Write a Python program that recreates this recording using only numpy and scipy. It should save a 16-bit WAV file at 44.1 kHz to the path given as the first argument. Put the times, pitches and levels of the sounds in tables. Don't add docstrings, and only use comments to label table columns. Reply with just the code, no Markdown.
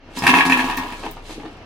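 import sys
import numpy as np
from scipy import signal
from scipy.fft import rfft, irfft, next_fast_len
from scipy.io import wavfile
from scipy.ndimage import uniform_filter1d, map_coordinates

SR = 44100
rng = np.random.default_rng(int(sys.argv[2]) if len(sys.argv) > 2 else 0)


def log_audio(samples):
    frames = np.atleast_2d(samples).T
    limited = np.clip(frames, -1, 1)
    pcm = np.round(limited * 32767).astype(np.int16)
    wavfile.write(sys.argv[1], SR, pcm)


N = 72765
T = np.arange(N) / SR
M = next_fast_len(2 * N, True)
HZ = np.fft.rfftfreq(M, 1 / SR)

# start in seconds, then the relative levels in dB of the twang, the zing,
# the thump on the board and the bright tick.
CLASHES = [(.172, -26, -34, -23.5, -34), (.221, -23, -25.5, -26, -32.5), (.237, -12, -18, -28, -29),
           (.266, -12.5, -4.5, -29, -19), (0.275, -14, -12, -29.5, -30), (.291, -8.5, -9.5, -15, -23),
           (.338, -6.5, -9, -23, -28), (.349, -23, -16, -15.5, -29), (0.371, -12, -21, -20.5, -27.5),
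           (.385, -13.5, -10.5, -19, -28.5), (.406, -16.5, -9, -24.5, -35), (.452, -13, -22.5, -16.5, -26),
           (.464, -13.5, -28, -14, -29.5), (.497, -12.5, -13.5, -16.5, -27),
           (.520, -14.5, -8.5, -19, -26.5), (.572, -26, -21, -23, -30), (.591, -24, -13.5, -25, -37),
           (.600, -20, -20.5, -26, -33), (.641, -18.5, -44, -21, -34), (0.698, -18.5, -25, -25, -35),
           (.718, -26.5, -23.5, -36, -48), (.773, -49, -25, -26, -32), (.784, -18, -33, -28.5, -42),
           (.921, -38, -32.5, -29.5, -42.5), (0.93, -29.5, -38, -33, -56), (1.05, -40, -34.5, -40, -42)]
TRIP_HZ, TRIP_JITTER_S = 88, 0.00014
WAVER_RAD = .5


def amp(db):
    return 10 ** (np.asarray(db) / 20)


def unit(x):
    return x / np.sqrt(np.mean(x ** 2) + 1e-20)


def along(points, hz=HZ):
    point_hz, values = np.transpose(points)
    return np.interp(np.log(hz + 1), np.log(point_hz + 1), values)


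def curve(points):
    return np.interp(T, *np.transpose(points))


def wobble(rate):
    knots = rng.standard_normal(int(N * rate / SR) + 4)
    return map_coordinates(knots, [T * rate])


def filtered(x, response):
    return irfft(rfft(x, M) * response, M)[..., :N]


def colour(points):
    beyond = np.clip(np.minimum(HZ / points[0][0], points[-1][0] / (HZ + 1)), 1e-3, 1)
    gain = unit(amp(along(points)) * beyond ** 2)
    cepstrum = irfft(np.log(gain + 1e-6), M)
    cepstrum[1:M // 2] *= 2
    cepstrum[M // 2 + 1:] = 0
    return np.exp(rfft(cepstrum))


def noise(points):
    return unit(filtered(rng.standard_normal(N), colour(points)))


def decay(s, t60, attack=0.00027, hold=0):
    age = np.maximum(T - s, 0)
    rise = 1 - np.exp(-age / attack)
    return amp(-60 * np.maximum(age - hold, 0) / t60) * rise


def bounces(times, levels_db, loss_db, count=10):
    scatter_db = 3.5
    trip = np.arange(count)
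    shape = (len(times), count)
    late = np.cumsum(TRIP_JITTER_S * rng.standard_normal(shape) * (trip > 0), axis=1)
    at = times[:, None] + trip / TRIP_HZ + late
    scatter = scatter_db * rng.standard_normal(shape) * (trip > 0)
    size = amp(levels_db[:, None] - loss_db * trip + scatter)
    pulses = np.bincount(np.round(at * SR).astype(int).ravel(), size.ravel(), N)[:N]
    return pulses * np.sqrt(.005 * SR)


def grind(pulses, share):
    burst_s = .0035
    share = np.clip(share, 0, 1)
    keep = np.exp(-1 / (burst_s * SR))
    energy = signal.lfilter([1 - keep], [1, -keep], pulses ** 2)
    burst = np.sqrt(energy) * rng.standard_normal(N)
    return np.sqrt(1 - share) * pulses + np.sqrt(share) * burst


def dispersion():
    longest_s, knee_hz = 0.003506, 2744
    lag = longest_s * np.minimum(HZ / knee_hz, 1) ** 3
    return np.exp(-2j * np.pi * np.cumsum(lag) * SR / M)


def background():
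    # frequency in Hz, relative level in dB.
    hush_colour = [(40, -9.5), (90, -2.5), (150, -8), (320, -7), (800, -13), (2200, -23.5), (2750, -20),
                   (3400, -30), (5800, -34), (7500, -55)]
    # time in seconds, level in dB, of the hush and of the rumble.
    hush_level = [(0, -49), (.12, -41), (.9, -38.5), (1.21, -43), (1.65, -41)]
    rumble_level = [(0, -51), (.7, -39.5), (1.35, -41), (1.65, -54.5)]
    rumble_hz = 27.7
    rumble = np.sqrt(2) * np.sin(2 * np.pi * rumble_hz * T + .5 * wobble(5.7))
    hush = amp(curve(hush_level)) * noise(hush_colour)
    return hush + amp(curve(rumble_level) + 1.7 * wobble(7.05)) * rumble


def paws():
    # start in seconds, starting floor note in Hz, relative thud and scuff levels in dB.
    falls = [(0.087, 337, -42, -51), (.845, 310, -35, -37), (1.029, 340, -40, -31),
             (1.043, 343, -31, -32.5), (1.066, 443, -34, -36.5), (1.166, 316, -52, -34.5),
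             (1.293, 339, -32.5, -34), (1.357, 327, -33, -53), (1.375, 443, -37.5, -57),
             (1.397, 305, -38.5, -37), (1.432, 459, -35, -40), (1.451, 337.6, -28.5, -35.5)]
    # frequency in Hz, relative level in dB.
    shove_colour = [(70, -13), (110, -3.5), (190, 1), (260, -15.5)]
    thud_colour = [(110, -32), (220, -9.5), (320, -1), (400, -11), (600, -24), (1500, -40)]
    scuff_colour = [(200, -10), (450, -5.5), (850, 7), (1400, -7.5), (2700, -10), (4500, -20), (9000, -54)]
    knock_db, thud_db = 2, -3
    sag_hz_per_s = 960
    press_s = .016

    shove = amp(-24) * decay(.214, t60=0.58, attack=0.0093) * noise(shove_colour)

    thud = amp(thud_db) * noise(thud_colour)
    steps = np.zeros(N)
    heaviest_db = max(db for _, _, db, _ in falls)
    for s, hz, db, _ in falls:
        age = T - s
        knock = amp(knock_db) * np.sin(2 * np.pi * (hz - sag_hz_per_s * age / 2) * age)
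        hold = press_s * amp(db - heaviest_db)
        steps += amp(db) * decay(s, t60=0.13, attack=0.0016, hold=hold) * (knock + thud)

    scuffs = sum(amp(db) * decay(s, t60=0.15, attack=0.00096) for s, _, _, db in falls)
    return shove + steps + scuffs * amp(3.2 * wobble(300)) * noise(scuff_colour)


def leash():
    # time in seconds, level of the drag in dB.
    drag_level = [(0, -90.5), (.14, -54.5), (.17, -33.5), (.21, -42.5), (.86, -49), (1.01, -45.5),
                  (1.12, -51), (1.21, -60.5), (1.27, -46.5), (1.32, -41), (1.38, -52.5), (1.65, -70)]
    # frequency in Hz, relative level in dB.
    drag_colour = [(300, 10), (1000, -3.5), (3500, 5), (5500, -2), (8000, -5), (12000, -12.5), (15500, -39)]
    # start in seconds, resonance in Hz, level in dB.
    tinkles = [(0.187, 5300, -24.5), (0.77, 13800, -27), (1.111, 14700, -33.5)]
    half_width = .04
    grain_db = 3.0 * wobble(350) + 0.16 * wobble(35.0)
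    out = amp(curve(drag_level) + grain_db) * noise(drag_colour)
    for s, hz, db in tinkles:
        band = 1 / (1 + ((HZ - hz) / (half_width * hz)) ** 2)
        click = np.exp(-np.abs(np.log((HZ + 1) / hz)) / 0.94)
        tinkle = unit(filtered(rng.standard_normal(N), unit(band) + unit(click)))
        out += amp(db) * decay(s, t60=0.033) * tinkle
    return out


def chatter():
    # time in seconds, relative level in dB.
    tap_level = [(.15, -82), (.22, -27.5), (.28, -20), (.40, -21), (.44, -28.5), (.53, -24.5), (.72, -26),
                 (.752, -31.5), (.88, -34), (.95, -43.5), (1.1, -61)]
    # frequency in Hz, relative level in dB.
    tap_colour = [(150, -12), (315, 5.5), (550, -7.5), (1020, 6), (1400, -5), (1850, -8), (2700, -6),
                  (6000, -25), (15500, -30.5)]
    trips = np.arange(tap_level[0][0], tap_level[-1][0], 1 / TRIP_HZ)
    late, scatter = rng.standard_normal((len(trips), 2)).T
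    at = np.round((trips + TRIP_JITTER_S * np.cumsum(late)) * SR).astype(int)
    size = amp(curve(tap_level)[at] + 2 * scatter)
    taps = np.bincount(at, size, N) * np.sqrt(SR / TRIP_HZ)
    return filtered(grind(taps, share=.9), colour(tap_colour) * dispersion())


def hum():
    # time in seconds, level in dB.
    hum_level = [(.15, -56), (.24, -33), (.31, -22), (.385, -17.5), (.44, -52), (.465, -23), (.6, -26),
                 (.75, -51), (.785, -37), (.9, -51), (1.05, -62)]
    hum_hz = 258
    cycles = hum_hz * T + rng.random()
    tone = np.sqrt(2) * np.sin(2 * np.pi * cycles + WAVER_RAD * wobble(19.87))
    return amp(curve(hum_level)) * tone


def clashes():
    # frequency in Hz, relative level in dB.
    twang_colour = [(350, -15), (600, -35), (720, -10.5), (880, -0.5), (980, -1), (1130, -5.5),
                    (1400, -20.5), (2000, -43)]
    zing_colour = [(900, -25), (1450, -10.5), (1680, 2), (1860, 2.5), (2040, -11.5), (2330, 0), (2600, 4),
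                   (2950, -14), (3200, -10), (4000, -18.5), (6000, -50)]
    thump_colour = [(110, -21), (180, -8.5), (215, -8.5), (258, 2), (310, -4), (400, -10), (560, -29.5),
                    (900, -56.5)]
    tick_colour = [(1500, -28), (3500, 8), (5500, 5), (7500, -1.5), (10500, 0), (15500, -15)]
    twang_trim_db, zing_trim_db, thump_trim_db, tick_trim_db = -2, -1, -1, -0.5
    tick_t60, tick_echo_db = 0.081, -11
    s, twang_db, zing_db, thump_db, tick_db = np.transpose(CLASHES)

    twang_pulses = grind(bounces(s, twang_db + twang_trim_db, loss_db=5.5), share=0.38)
    twang = filtered(twang_pulses, colour(twang_colour))
    zing_pulses = grind(bounces(s, zing_db + zing_trim_db, loss_db=10.0), share=.5)
    zing = filtered(zing_pulses, colour(zing_colour) * dispersion())
    thump = filtered(bounces(s, thump_db + thump_trim_db, loss_db=6.5), colour(thump_colour))

    tick_energy = np.zeros(N)
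    for at, db in zip(s, tick_db):
        echo = amp(tick_echo_db) * decay(at + 1 / TRIP_HZ, tick_t60)
        tick_energy += (amp(db + tick_trim_db) * (decay(at, tick_t60) + echo)) ** 2
    return twang + zing + thump + np.sqrt(tick_energy) * noise(tick_colour)


def ring():
    # frequency in Hz, relative level in dB.
    modes = [(704, -6), (791, -12), (879, -5.5), (976, 3.5), (1102, -2), (1675, -0.5), (1807, -21),
             (1851, -1.5), (2107, -7), (2277, -19), (2364, -8.5), (2495, -10), (2643, -3)]
    decay_cycles = 650
    s, twang_db = np.transpose(CLASHES)[:2]
    fed = np.bincount(np.round(s * SR).astype(int), amp(twang_db) ** 2, N)
    out = np.zeros(N)
    for hz, db in modes:
        t60 = decay_cycles / hz
        energy = signal.lfilter([1], [1, -amp(-120 / (t60 * SR))], fed)
        smooth = np.sqrt(np.abs(uniform_filter1d(energy, size=120)))
        level = smooth * amp(db + 3.3 * wobble(20.16))
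        cycles = hz * T + rng.random()
        out += level * np.sin(2 * np.pi * cycles + WAVER_RAD * wobble(19.7))
    return amp(-17) * out


def room(x):
    # frequency in Hz, reverberation time in seconds.
    room_t60 = [(200, 0.36), (2000, 0.17), (10000, 0.092)]
    # frequency in Hz, level in dB.
    mid_level = [(150, -16.5), (1200, -5.5), (12000, -4.5)]
    side_level = [(150, -15), (280, -31.5), (500, -7.5), (1000, -10), (2000, 1), (4000, 0), (12000, 1)]
    hz, t, z = signal.stft(rng.standard_normal((2, SR // 2)), SR, nperseg=256)
    fading = amp(-60 * t / along(room_t60, hz)[:, None])
    tails = signal.istft(z * fading, SR, nperseg=256)[1]
    answer = rfft(tails, M)
    answer /= np.sqrt(np.abs(uniform_filter1d(np.abs(answer) ** 2, size=300, axis=1)))
    mid = filtered(x, 1 + answer[0] * amp(along(mid_level)))
    side = filtered(x, answer[1] * amp(along(side_level)))
    return np.array([mid + side, mid - side])


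def scene():
    puppy = paws() + leash()
    spring = chatter() + hum() + clashes() + ring()
    return room(amp(-1.5) * (background() + puppy + spring))


def record(dry):
    # frequency in Hz, level of left over right in dB.
    balance = [(800, 1.2), (2000, 0.06)]
    lean = amp(along(balance) * np.array([[.5], [-.5]]))
    return filtered(dry, lean * (HZ < 16000))


dry = scene()
out = record(dry)
log_audio(out)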